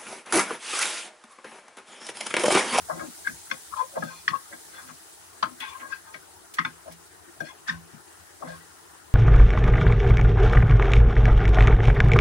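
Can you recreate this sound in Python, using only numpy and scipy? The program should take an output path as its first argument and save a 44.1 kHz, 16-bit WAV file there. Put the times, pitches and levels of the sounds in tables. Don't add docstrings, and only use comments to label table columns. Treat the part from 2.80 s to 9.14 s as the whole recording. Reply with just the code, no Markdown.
import sys
import numpy as np
from scipy import signal
from scipy.fft import rfft, irfft, next_fast_len
from scipy.io import wavfile

SR = 44100
rng = np.random.default_rng(int(sys.argv[2]) if len(sys.argv) > 2 else 0)


def materialize(psi):
    bounded = np.clip(np.atleast_2d(psi).T, -1, 1)
    quanta = np.round(bounded * 32767).astype(np.int16)
    wavfile.write(sys.argv[1], SR, quanta)


def field_ratio(decibels):
    return 10 ** (np.asarray(decibels, dtype=float) / 20)


N = 279594
STEP = 32

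# (time [s], level [dB])
FRY = [
    (0.0, -52),
    (0.44, -51),
    (1.48, -54),
    (1.84, -53),
    (2.47, -57),
    (3.0, -56),
    (3.36, -59),
    (5.03, -60),
    (5.67, -58),
    (6.34, -60),
]
# (time [s], level [dB])
ROAR = [
    (0.0, -52),
    (0.56, -53.5),
    (1.0, -53.5),
    (2.7, -52),
    (3.0, -53.5),
    (3.2, -53),
    (4.11, -52.5),
    (6.34, -51.5),
]
# (time [s], peak level [dB])
FLAPS = [(0.0, -45), (0.21, -48), (0.55, -50), (0.94, -53), (1.52, -51.5), (2.67, -54), (3.58, -56),
         (3.87, -56), (4.12, -53), (4.6, -55), (4.97, -45.5), (5.42, -54.5), (5.74, -52.5), (6.3, -55.5)]
FLAP_FADE_DB_PER_S, RUMBLE_REST_DB = 173, -64
# (frequency [Hz], level per Hz [dB])
SIZZLE = [(1180, -48), (2000, -4), (2320, 8.5), (2680, -41), (3090, -1), (4200, 1.5), (9070, 5.5),
          (11000, 5), (16000, -0.5)]
FLAME = [(76, -47), (130, -31), (174, -17.5), (226, -18.5), (360, 0.5), (537, -14.5), (738, -4),
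         (1210, -10.5), (1570, -3.5), (2350, -25.5), (2890, -12), (3500, -23.5), (4550, -47), (7700, -120)]
RUMBLE = [(15, -67), (25, -37), (38, -58), (75, 24.5), (119, -27), (177, 2.5), (200, -32), (260, -49),
          (440, -120)]

# (time [s], peak level [dB], centre of colour [Hz], bowl hum [dB], rim [dB])
KNOCKS = [(0.471, -17, 1750, -49, -36), (0.712, -19.5, 1750, -47, -29.5), (1.223, -16.5, 1530, -36, -50),
          (1.479, -15.5, 1730, -48, -27.5), (2.627, -8.5, 1130, -39, -29), (2.633, -11, 1320, -65, -60),
          (3.341, -25.5, 1950, -53.5, -54), (3.785, -8.5, 1770, -38, -29.5),
          (3.849, -14.5, 1530, -38.5, -34), (4.605, -31, 1600, -45, -42), (4.882, -20, 1640, -45, -36),
          (4.887, -34, 1510, -44.5, -38), (4.897, -19.5, 1580, -63, -36)]
# (time [s], peak level [dB], centre of colour [Hz], bowl hum [dB], rim [dB])
SCUFFS = [(0.097, -13.5, 1180, -57, -73), (0.194, -23, 1600, -44.5, -48), (0.935, -22, 1150, -79, -61),
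          (0.965, -17, 1000, -74, -48), (0.993, -19, 1060, -80, -64), (1.009, -30, 970, -75, -51),
          (1.167, -15, 1150, -46, -68), (1.532, -18, 1100, -46, -67), (1.549, -36, 1120, -54, -49),
          (1.733, -40, 1770, -55, -55), (2.098, -28, 1060, -48.5, -62), (2.802, -29, 1570, -63, -44),
          (3.121, -29, 1620, -70, -45), (4.111, -44, 2200, -62, -49.5), (5.129, -46, 1420, -46, -73),
          (5.621, -22, 1060, -64, -73), (5.672, -30, 1600, -50, -67)]
# (time [s], peak level [dB])
THUDS = [(0.095, -20.5), (0.712, -46), (1.167, -20), (1.224, -31), (1.735, -47), (2.628, -29.5),
         (3.785, -60), (4.067, -58), (4.605, -26.5), (5.625, -35), (5.678, -34)]
KNOCK_CONTACT_S, SCUFF_CONTACT_S, THUD_CONTACT_S = 0.0067, 0.013, 0.008
TOUCH_RISE_S, TOUCH_LEAD_S = 0.0016, 0.002287
# (frequency [Hz], level when struck [dB], time to fall 60 dB [s], level when scraped [dB])
BOWL = [(127.8, -6.5, 0.15, -31), (158.2, 1.5, 0.11, -8), (221.3, 4.5, 0.056, -11), (249.7, -2.5, 0.075, 2),
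        (317.4, -5.5, 0.041, 0.5)]
LOWER = [(516.9, -7, 0.099, 2.5), (563.6, 6.5, 0.022, 3.5), (634, 13, 0.031, 4), (739, 1.5, 0.018, -1.5)]
WALL = [(901, -7, 0.073, 3), (960, -37, 0.02, -23), (1060, -5, 0.077, 5.5), (1150, 5, 0.021, -52),
        (1251, -1, 0.059, -0.5), (1380, -1.5, 0.03, -4.5), (1530, 1.5, 0.029, 1.5),
        (1600, -4.5, 0.073, 6.5), (1637, -1.5, 0.055, 3.5), (1970, -2, 0.039, 6), (2090, -17, 0.058, 0.5),
        (2226, 3.5, 0.046, -5)]
RIM = [(2450, 5.5, 0.026, 8), (2676, -0.5, 0.023, 2), (2890, -5, 0.027, -6), (3220, -2.5, 0.029, -4),
       (3443, 3, 0.024, 8), (3590, -9, 0.03, -11), (3840, -33, 0.016, -33), (4230, -6, 0.021, 5),
       (4652, -6.5, 0.022, -15), (4640, -8, 0.017, 2), (5203, -5, 0.0099, 1.5), (5720, -6, 0.036, 1),
       (6320, -6, 0.011, 1)]

# (time of hardest press [s], length [s], wall level [dB], centre of colour [Hz], rim level [dB])
WALL_DRAGS = [(0.11, 0.099, -34, 1180, -76), (0.194, 0.13, -37, 1380, -51), (0.46, 0.038, -40, 1900, -56),
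              (0.701, 0.022, -40, 1900, -46), (0.997, 0.075, -28, 1060, -45),
              (1.16, 0.041, -32.5, 1200, -68), (1.295, 0.5, -63, 1530, -48),
              (1.31, 0.066, -38.5, 1220, -55), (1.545, 0.072, -35, 1150, -56),
              (1.728, 0.024, -35, 1770, -64), (1.968, 0.14, -43.5, 1460, -50),
              (2.086, 0.073, -46.5, 1330, -54), (2.826, 0.1, -35, 1710, -47),
              (2.896, 0.078, -41.5, 1050, -47), (2.943, 0.082, -44, 1060, -66),
              (3.021, 0.12, -39.5, 1430, -60), (3.125, 0.13, -40, 1480, -47.5),
              (3.273, 0.11, -40.5, 980, -57), (3.344, 0.055, -42, 1770, -47),
              (3.771, 0.029, -45, 1530, -47), (4.078, 0.053, -44, 1000, -72),
              (4.675, 0.11, -47.5, 1600, -48), (4.877, 0.014, -28, 1660, -34.5),
              (4.885, 0.031, -46, 1600, -37), (5.688, 0.21, -42.5, 1360, -54)]
# (time of hardest press [s], length [s], lower wall level [dB], bowl hum [dB])
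BOTTOM_DRAGS = [(0.112, 0.068, -30, -43), (0.19, 0.18, -36, -36.5), (0.495, 0.09, -52, -41),
                (0.715, 0.067, -45, -41.5), (0.995, 0.15, -43.5, -83), (1.164, 0.11, -37.5, -45.5),
                (1.228, 0.17, -41.5, -45), (1.493, 0.056, -68, -46), (1.532, 0.05, -39.5, -52),
                (1.723, 0.069, -43.5, -48.5), (1.967, 0.2, -52, -68), (2.07, 0.17, -55.5, -50.5),
                (2.662, 0.22, -54, -47), (2.807, 0.038, -50, -52.5), (3.04, 0.2, -46, -49),
                (3.351, 0.027, -42, -67), (3.858, 0.031, -48, -49), (4.074, 0.083, -46, -47.5),
                (4.627, 0.074, -39, -41.5), (4.927, 0.14, -49.5, -56), (5.632, 0.07, -33, -42),
                (5.697, 0.11, -42, -58)]
PRESS_SHARE, PRESS_EDGE_DB, PRESS_SHAPE = 0.45, 23.5, 1.74
GLIDE_OCT_PER_S = -0.6
RUB_WANDER_DB = 3
SKID_WALL_DB, SKID_BOWL_DB, SKID_RIM_DB = -23.5, -4.5, -8
SKID_AFTER_S, SKID_FADE_DB_PER_S = 0.007, 597
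CRACK_DB, CRACK_DECAY_S, RASP_DB = -10, 0.0098, -11.5
GRIT_LOW_HZ, GRIT_HIGH_HZ, GRIT_PER_S, GRIT_SPREAD_DB = 2000, 6500, 6000, 3.5
GRIT_LEFT_DB = 1.5

# (time [s], frequency [Hz], level [dB], time to fall 60 dB [s], left over right [dB])
NOTES = [(0.097, 1060, -32, 0.018, 21), (0.471, 1573, -18, 0.021, 5), (0.466, 1643, -26, 0.028, 6),
         (0.713, 1553, -23, 0.016, 15.5), (0.713, 2125, -20.5, 0.011, 7), (0.714, 1097, -30, 0.05, 7),
         (0.714, 3402, -34.5, 0.018, 17), (0.715, 5340, -43.5, 0.033, -3.0), (1.224, 1645, -30, 0.051, 9),
         (1.479, 1904, -14, 0.0091, 1), (1.479, 1102, -35.5, 0.088, 18), (1.479, 4500, -35, 0.06, 5),
         (1.479, 5500, -37, 0.037, -5), (2.627, 5690, -38, 0.022, 5), (1.555, 2710, -51.5, 0.036, 21.5),
         (2.627, 1275, -22.5, 0.02, 18.5), (2.628, 1590, -36, 0.05, 12), (2.632, 1060, -36, 0.046, 26),
         (2.627, 3110, -28, 0.017, 6), (2.628, 3930, -34.5, 0.018, -12.6), (3.341, 1865, -41, 0.034, 8),
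         (3.785, 1856, -17.5, 0.027, 1), (3.786, 1262, -20.5, 0.029, 7), (3.787, 3480, -33, 0.02, 7),
         (3.787, 5430, -38.5, 0.027, 7), (3.786, 1096, -26.5, 0.042, 12), (3.8, 2100, -31, 0.03, 2.7),
         (3.822, 1870, -41, 0.024, 12.6), (3.849, 1486, -21, 0.02, 6), (3.849, 2010, -26.5, 0.028, -1),
         (3.85, 3540, -28.5, 0.017, 4.5), (4.604, 1608, -31, 0.044, 22), (0.475, 2130, -31.5, 0.032, 7),
         (4.882, 1560, -23, 0.045, -1), (4.888, 1547, -31, 0.037, -12.7), (4.895, 1800, -17.5, 0.022, 3),
         (4.888, 3680, -37.5, 0.055, 16), (4.895, 5300, -33, 0.017, 5.4), (4.905, 1513, -31, 0.025, 6.5)]
# (time [s], frequency [Hz], level [dB], time to fall 60 dB
# [s], left over right [dB])
MORE_NOTES = [
    (0.085, 700, -35, 0.067, 6),
    (1.513, 166, -31.5, 0.038, 2.5),
    (1.479, 1750, -15.5, 0.0085, 2.6),
    (2.627, 1080, -17.5, 0.016, 13.4),
    (0.24, 1400, -44, 0.022, 8.5),
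    (3.792, 1900, -28, 0.018, 5),
    (2.803, 3400, -36.5, 0.047, 14),
]
NOTE_RISE_S, NOTE_DB = 0.0022, 2
# (time [s], peak level [dB])
HUMS = [
    (0.122, -39.5),
    (1.177, -35),
    (3.799, -40.5),
    (4.09, -47),
    (4.902, -35),
    (5.667, -37.5),
]
HUM_HZ, HUM_T60_S = 167.5, 0.4
# (time of middle [s], length [s], frequency [Hz], level [dB], left over right [dB])
SINGS = [(0.206, 0.082, 1610, -51, 17), (0.933, 0.027, 1300, -45, 20), (0.974, 0.039, 1034, -44, 30),
         (1.005, 0.051, 1020, -36, 28), (1.988, 0.045, 1610, -49, 8), (1.01, 0.08, 1606, -47, 8),
         (1.298, 0.082, 1568, -50, 22), (1.54, 0.052, 1095, -33, 23.5), (1.562, 0.038, 1635, -43.5, 6),
         (4.49, 0.045, 345, -49, 4), (1.731, 0.042, 1633, -45, 7), (2.828, 0.05, 3402, -45.5, 12),
         (2.895, 0.054, 3440, -59, 21.4), (2.83, 0.042, 2220, -43.8, 8), (2.85, 0.11, 2510, -55, 21),
         (2.93, 0.031, 2350, -54, 25), (2.83, 0.17, 1530, -55, 11.1), (2.837, 0.031, 890, -49.5, 27),
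         (2.882, 0.09, 1068, -48, 16), (2.951, 0.076, 1064, -49, 23), (3.038, 0.07, 1096, -46, 8),
         (3.054, 0.072, 1628, -46.5, 15), (3.108, 0.061, 1080, -55, 30), (3.13, 0.04, 1608, -38, 15),
         (3.135, 0.032, 2560, -44.5, 14), (3.135, 0.043, 4720, -55, 13), (4.64, 0.03, 1600, -59, 15),
         (4.681, 0.064, 1637, -54, 25), (4.66, 0.046, 3330, -53, 3), (4.705, 0.056, 3330, -56.5, 4.5),
         (4.658, 0.037, 4500, -59.5, 20), (0.455, 0.03, 1650, -43, 7), (4.702, 0.039, 1057, -61, 34.5),
         (0.49, 0.022, 1638, -32, 3), (4.876, 0.021, 1790, -43, 14), (4.93, 0.081, 1513, -48, 6.8),
         (4.936, 0.13, 1048, -58, 23), (5.7, 0.074, 1623, -45, 12)]
# (time of middle [s], length [s], frequency [Hz], level [dB], left over right
# [dB])
MORE_SINGS = [
    (1.03, 0.063, 520, -44, 6.2),
    (0.29, 0.047, 250, -42, 4.4),
    (4.678, .08, 5350, -57, 5),
    (4.7, 0.05, 2120, -53, 6),
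    (5.745, 0.046, 1080, -49.5, 8.2),
    (5.82, 0.056, 1930, -56.5, 9.8),
    (.93, 0.056, 1070, -43.5, 13),
    (4.078, 0.051, 646, -40, 5.5),
]
SING_DB, SING_WIDTH_HZ, SING_ROUGH, SING_RISE_SHARE = 0.5, 50, 1.1, 0.97
# (time [s], decay [s], centre frequency [Hz], level [dB])
GRINDS = [(0.713, .012, 2000, -34), (1.479, 0.017, 2390, -33), (3.338, 0.02, 2900, -48),
          (1.93, 0.037, 1600, -50), (1.98, 0.032, 1280, -41.5), (2.085, .025, 1400, -44),
          (2.628, 0.014, 2200, -32), (2.803, 0.075, 2500, -38), (2.995, 0.025, 2000, -43.5),
          (3.121, 0.023, 2200, -47), (3.786, 0.016, 2000, -30), (3.85, 0.018, 2200, -42),
          (4.066, 0.023, 900, -59), (4.606, 0.031, 600, -48), (4.875, 0.032, 4960, -43),
          (4.89, 0.038, 2200, -42), (5.618, 0.039, 795, -40.5), (5.68, 0.081, 3820, -52.5)]
GRIND_RISE_S, GRIND_OCTAVES, GRIND_LEFT_DB = 0.002, 0.5, 4.5
# (time [s], peak level [dB])
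SPITS = [
    (1.235, -40),
    (2.6255, -65),
    (2.8, -38),
    (3.738, -34),
    (3.7894, -63),
    (3.8554, -58),
    (4.1206, -42.5),
    (4.6044, -46.5),
    (4.895, -54),
]

# (frequency [Hz], likeness [0 to 1])
LIKENESS = [(60, 0.9), (200, 0.052), (500, 0.039), (1500, 0.017), (4000, 0.0098)]
# (frequency [Hz], level [dB])
LEFT_OVER_RIGHT = [(60, 4.5), (250, 3.5), (600, 4.5), (1100, 7.5), (1700, 4), (2500, 2), (5000, 1.5),
                   (9000, -.3), (14000, -.8)]
LEFT_LAG_S = 0.00095
# (frequency [Hz], level [dB])
MICROPHONE = [(20, -6), (60, -12.5), (100, -2.5), (10500, 0.5), (12100, -7.5), (12400, -11), (13900, -14),
              (14400, -2.5), (15500, 1)]
TOP_HZ = 15820
KITCHEN_T60_S, KITCHEN_DB, WALL_CUT_HZ = 0.15, -14, 9000


def rms_one(x):
    return x / np.sqrt(np.mean(x ** 2) + 1e-20)


def in_time(rows):
    s, *columns = np.transpose(rows)
    t = np.arange(N // STEP + 2) * STEP / SR
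    return [np.interp(t, s, column) for column in columns]


def since(s):
    return np.arange(N // STEP + 2) * STEP / SR - np.asarray(s)[:, None]


def per_sample(control):
    return np.interp(np.arange(N) / STEP, np.arange(len(control)), control)


def at_hz(points, hz):
    point_hz, value = np.transpose(points)
    return np.interp(np.log(hz), np.log(point_hz), value)


def db_sum(rows_db):
    return 10 * np.log10(np.sum(field_ratio(2 * rows_db), axis=0) + 1e-10)


def drift(rate):
    r = np.exp(-2 * np.pi * STEP * rate / SR)
    noise = rng.standard_normal(N // STEP + 2002)
    return rms_one(signal.lfilter([1], [1, -2 * r, r * r], noise)[2000:])


def later(x, s):
    return np.roll(x, max(round(s * SR), 0))


def grains(per_s, spread_db):
    sizes = field_ratio(spread_db * np.minimum(rng.exponential(1, N), 5)) * rng.choice([-1, 1], N)
    return rms_one(sizes * (rng.random(N) < per_s / SR))


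def ring(force, hz, t60, rise_cycles):
    w = 2 * np.pi * hz / SR
    r = field_ratio(-60 / (t60 * SR))
    q = np.exp(-hz / (rise_cycles * SR))
    decay = [0, np.sin(w), 0, 1, -2 * r * np.cos(w), r * r]
    rise = [1 - q, 0, q - 1, 1, -2 * q * np.cos(w), q * q]
    return signal.sosfilt([decay, rise], force + 1e-18)


def lay(rows_s, waves, db, pan_db):
    out = np.zeros((2, N + waves.shape[1]))
    for s, wave, left, right in zip(rows_s, waves, field_ratio(db + pan_db / 2), field_ratio(db - pan_db / 2)):
        at = round(s * SR)
        out[:, at:at + len(wave)] += [left * wave.imag, right * wave.real]
    return out[:, :N]


def banded(source, spectrum, patchy_db, flicker_rate):
    out, together = 0, drift(0.97)
    edges = 2 ** np.arange(np.log2(spectrum[0][0]), np.log2(spectrum[-1][0]) + 1 / 3, 1 / 3)
    for k, (low, high) in enumerate(zip(edges, edges[1:])):
        band = signal.butter(2, [low, min(high, 0.45 * SR)], "band", fs=SR, output="sos")
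        mid, side = signal.sosfilt(band, source[k % 2])
        hz = np.sqrt(low * high)
        alike = np.clip(at_hz(LIKENESS, hz), 0, 1)
        flicker_db = patchy_db * (0.03 * together + drift(flicker_rate))
        gain = per_sample(field_ratio(at_hz(spectrum, hz) + flicker_db))
        pair = np.sqrt(1 + alike) * mid + np.sqrt(1 - alike) * side * [[1], [-1]]
        out = out + gain * pair * field_ratio(at_hz(LEFT_OVER_RIGHT, hz) / 2 * np.array([[1], [-1]]))
    out[0] = later(out[0], LEFT_LAG_S)
    return rms_one(out)


def flaps_db():
    s, db = np.transpose(FLAPS)
    swell_db = db[:, None] - FLAP_FADE_DB_PER_S * np.abs(since(s))
    return np.maximum(db_sum(swell_db), RUMBLE_REST_DB)


def stove():
    (sizzle_db,), (flame_db,) = in_time(FRY), in_time(ROAR)
    bursts = np.reshape([grains(7000, spread_db=0.5) for _ in range(4)], (2, 2, N))
    air = rng.standard_normal((2, 2, N))
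    sizzle = per_sample(field_ratio(sizzle_db + 7.0)) * banded(bursts, SIZZLE, patchy_db=1.25, flicker_rate=16.0)
    flame = per_sample(field_ratio(flame_db + 0.5)) * banded(air, FLAME, patchy_db=2.5, flicker_rate=12.4)
    rumble = per_sample(field_ratio(flaps_db() + 4.0)) * banded(air[::-1], RUMBLE, patchy_db=1.5, flicker_rate=41)
    return sizzle + flame + rumble


def press_db(s, length_s):
    t = since(s)
    side_s = length_s[:, None] * np.where(t < 0, PRESS_SHARE, 1 - PRESS_SHARE)
    return -PRESS_EDGE_DB * (np.abs(t) / side_s) ** PRESS_SHAPE


def stroke_controls():
    s, length_s, wall_db, hz, rim_db = np.transpose(WALL_DRAGS)
    at, peak_db, knock_hz, knock_bowl_db, knock_rim_db = np.transpose(KNOCKS)
    low_s, low_length_s, lower_db, bowl_db = np.transpose(BOTTOM_DRAGS)
    after = since(at + SKID_AFTER_S)
    skid = np.where(after < 0, -99, -SKID_FADE_DB_PER_S * after)
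    press = np.vstack([press_db(s, length_s), skid])
    low = press_db(low_s, low_length_s)
    wall = press + np.r_[wall_db, peak_db + SKID_WALL_DB][:, None]
    rim = press + np.r_[rim_db, knock_rim_db + SKID_RIM_DB][:, None]
    bowl = np.vstack([low + bowl_db[:, None], skid + (knock_bowl_db + SKID_BOWL_DB)[:, None]])
    glide = np.clip(GLIDE_OCT_PER_S * np.vstack([since(s), after]), -0.5, 0.5)
    centre = np.r_[hz, knock_hz][:, None] * 2 ** glide
    weight = field_ratio(2 * wall) + 1e-30
    centre_hz = np.sum(weight * centre, axis=0) / np.sum(weight, axis=0)
    return db_sum(wall), centre_hz, db_sum(low + lower_db[:, None]), db_sum(bowl), db_sum(rim)


def chatter_of(contact_s):
    t = np.arange(2048) / SR
    draws = rng.random((len(contact_s), 2, len(t)))
    touches = (draws[:, 0] - 0.5) * (draws[:, 1] < 0.15) + 1e-6
    fade = np.exp(-t / np.maximum(contact_s / 2, 2e-4)[:, None])
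    shake = touches * (1 - np.exp(-t / TOUCH_RISE_S)) * fade
    return shake / np.sqrt(np.sum(shake ** 2, axis=1, keepdims=True))


def colour_db(hz, centre_hz, below_db, above_db):
    octaves = np.log2(hz / centre_hz)
    return -np.where(octaves < 0, below_db, above_db) * octaves ** 2


def knock_force(blows, strength_db, chatter, hz):
    length = chatter.shape[1]
    force = np.zeros(N + length)
    share = np.abs(chatter @ np.exp(-2j * np.pi * hz * np.arange(length) / SR))
    for blow, gain, shake in zip(blows, field_ratio(strength_db) / np.maximum(share, 0.4), chatter):
        at = round((blow[0] - TOUCH_LEAD_S) * SR)
        force[at:at + length] += gain * shake
    return force[:N]


def wok(strokes):
    blade_blows = KNOCKS + SCUFFS
    s, peak_db, centre_hz, hum_db, rim_db = np.transpose(blade_blows)
    contact_s = np.repeat([KNOCK_CONTACT_S, SCUFF_CONTACT_S], [len(KNOCKS), len(SCUFFS)])
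    thud_contact_s = np.full(len(THUDS), THUD_CONTACT_S)
    drag_db, drag_hz, drag_lower_db, drag_hum_db, drag_rim_db = strokes
    sharp, dull = chatter_of(contact_s), chatter_of(thud_contact_s)
    sharp_right, dull_right = chatter_of(contact_s), chatter_of(thud_contact_s)
    slips = np.array([grains(5000, spread_db=3.5) for side in range(2)])
    slips[1] = 0.43 * slips[0] + 0.83 * slips[1]
    slips *= per_sample(field_ratio(2.0 * drift(27.0)))
    out = np.zeros((2, N))
    for modes in (BOWL, LOWER, WALL, RIM):
        blows, chatter = blade_blows, [sharp, sharp_right]
        shared_luck_db, rise_cycles, lag_s, path_spread_s = 1.3, 3.5, 0, 0.00017
        if modes is BOWL:
            chatter = [sharp, sharp]
            rise_cycles, lag_s, path_spread_s = 1.4, 0.0052, 0
        elif modes is LOWER:
            blows, chatter = THUDS, [dull, dull + 0.57 * dull_right]
        elif modes is RIM:
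            shared_luck_db = 3.5
        for hz, struck_db, t60, scraped_db in modes:
            if modes is BOWL:
                blow_db, rub_db = hum_db + 3.5, drag_hum_db - 4.0
            elif modes is LOWER:
                blow_db, rub_db = np.array(THUDS)[:, 1] - 4, drag_lower_db - 8.0
            elif modes is WALL:
                blow_db = peak_db + colour_db(hz, centre_hz, below_db=13.0, above_db=44) - 11.5
                rub_db = drag_db + colour_db(hz, drag_hz, below_db=17.0, above_db=25.0) - 11
            else:
                blow_db, rub_db = rim_db - 5.5, drag_rim_db - 17
            strength_db = blow_db + struck_db + shared_luck_db * rng.normal(0, 1, len(blows))
            force = [knock_force(blows, strength_db + 3.47 * rng.normal(0, 1, len(blows)), heard, hz)
                     for heard in chatter]
            rub = per_sample(field_ratio(rub_db + scraped_db + RUB_WANDER_DB * drift(11.7)))
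            rub *= np.sqrt(4 * np.log(1000) / (t60 * SR))
            rubbing = rub * np.roll(slips, round(7 * hz), axis=1)
            left, right = ring(force + rubbing, hz, t60, rise_cycles)
            path_s = rng.normal(0, 1) * path_spread_s
            tilt_db = at_hz(LEFT_OVER_RIGHT, hz) / 2
            out[0] += field_ratio(tilt_db) * later(left, lag_s + LEFT_LAG_S + path_s)
            out[1] += field_ratio(-tilt_db) * later(right, lag_s)
    return out


def grit(drag_rim_db):
    s, *_, rim_db = np.transpose(KNOCKS)
    after = since(s)
    fade_db = 20 / np.log(10) * after / CRACK_DECAY_S
    crack_db = np.where(after < 0, -99, rim_db[:, None] + CRACK_DB - fade_db)
    rasp_db = drag_rim_db + RASP_DB + 4.3 * drift(25)
    level = field_ratio(db_sum(np.vstack([crack_db, rasp_db])))
    common, left, right = (grains(GRIT_PER_S, GRIT_SPREAD_DB) for _ in range(3))
    dust_left = field_ratio(GRIT_LEFT_DB) * later(common + 0.61 * left, LEFT_LAG_S)
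    dust = np.array([dust_left, common + 0.84 * right]) * per_sample(level)
    band = signal.butter(2, [GRIT_LOW_HZ, GRIT_HIGH_HZ], "band", fs=SR, output="sos")
    return signal.sosfilt(band, dust)


def notes(rows):
    s, hz, db, t60, pan_db = np.transpose(rows)
    t = np.arange(4096) / SR
    shape = (1 - np.exp(-t / NOTE_RISE_S)) ** 2 * field_ratio(-60 * t / np.maximum(t60, 0.004)[:, None])
    shape /= shape.max(axis=1, keepdims=True)
    turns = hz[:, None] * t + rng.random((len(s), 1))
    return lay(s, shape * np.exp(2j * np.pi * turns), db + NOTE_DB, pan_db)


def hum():
    push = np.zeros(N)
    for s, db in HUMS:
        push[round(s * SR)] = field_ratio(db + 1.0)
    note = ring(push, HUM_HZ, HUM_T60_S, rise_cycles=1.7)
    return np.array([field_ratio(3.5) * later(note, LEFT_LAG_S), field_ratio(3.0) * note])


def sings(drags):
    s, length_s, hz, db, pan_db = np.transpose(drags)
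    t = (np.arange(8192) - 4096) / SR
    r = np.exp(-2 * np.pi * SING_WIDTH_HZ / SR)
    draws = rng.standard_normal((len(s), 2, len(t)))
    shake = signal.lfilter([1], [1, -2 * r, r * r], draws[:, 0] + 1j * draws[:, 1])
    shake = 1 + SING_ROUGH * shake / np.sqrt(np.mean(np.abs(shake) ** 2))
    span_s = 0.94 * length_s[:, None] * np.where(t < 0, SING_RISE_SHARE, 1.2)
    press = np.cos(np.pi * np.clip(t / span_s, -0.5, 0.5))
    tone = np.exp(2j * np.pi * hz[:, None] * t)
    return lay(s + t[0], press * shake * tone, db + SING_DB, pan_db)


def grinds():
    s, decay_s, hz, db = np.transpose(GRINDS)
    t = np.arange(8192) / SR
    draws = rng.random((len(s), 4, len(t)))
    dust = (draws[:, :2] - 0.5) * (draws[:, 2:] < 0.12)
    octaves = np.log2(np.maximum(np.arange(4097) * SR / 8192, 1) / hz[:, None, None])
    dust = irfft(rfft(dust) * np.exp(-0.5 * (octaves / GRIND_OCTAVES) ** 2), len(t))
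    dust = dust / dust.std(axis=2, keepdims=True)
    shape = (1 - np.exp(-t / GRIND_RISE_S)) * np.exp(-t / decay_s[:, None])
    left, right = dust[:, 0], 0.27 * dust[:, 0] + 0.88 * dust[:, 1]
    return lay(s, shape * (1j * left + right), db, np.full(len(s), GRIND_LEFT_DB))


def spits():
    out, t = np.zeros((2, N + 1024)), np.arange(1024) / SR
    shape = (1 - np.exp(-t / 0.002)) * np.exp(-t / 0.012)
    for s, peak_db in SPITS:
        at = round(s * SR)
        out[:, at:at + 1024] += field_ratio(peak_db + 3.5) * rng.standard_normal((2, 1024)) * shape
    return signal.sosfilt(signal.butter(2, 1500, "high", fs=SR, output="sos"), out[:, :N])


def kitchen(x):
    out, dull = np.zeros((2, N)), np.exp(-2 * np.pi * WALL_CUT_HZ / SR)
    for k, lag in enumerate((rng.uniform(0.014, 0.031, 8) * SR).astype(int)):
        source = x[k % 2]
        loop, gain, state = source.copy(), field_ratio(-60 * lag / SR / KITCHEN_T60_S), [0.]
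        for i in range(lag, N, lag):
            back, state = signal.lfilter([gain * (1 - dull)], [1, -dull], loop[i - lag:i], zi=state)
            loop[i:i + lag] += back[:N - i]
        out[k % 2] += (loop - source) * (-1) ** (k // 2)
    return out


def scene():
    strokes = stroke_controls()
    near = wok(strokes) + grit(strokes[4])
    near += notes(NOTES) + notes(MORE_NOTES) + hum()
    near += sings(SINGS) + sings(MORE_SINGS) + grinds() + spits()
    return near + field_ratio(KITCHEN_DB) * kitchen(near) + stove()


def top_cut(x):
    return signal.sosfilt(signal.butter(12, 15900, fs=SR, output="sos"), x)


def record(dry):
    size = next_fast_len(N + 4096)
    hz = np.maximum(np.arange(size // 2 + 1) * SR / size, 1)
    rounded = 0.73 * np.tanh(dry / 0.77)
    response = field_ratio(at_hz(MICROPHONE, hz)) * (hz < TOP_HZ)
    mix = irfft(rfft(rounded, size) * response, size)[:, :N]
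    return top_cut(mix)


dry = scene()
out = record(dry)
materialize(out)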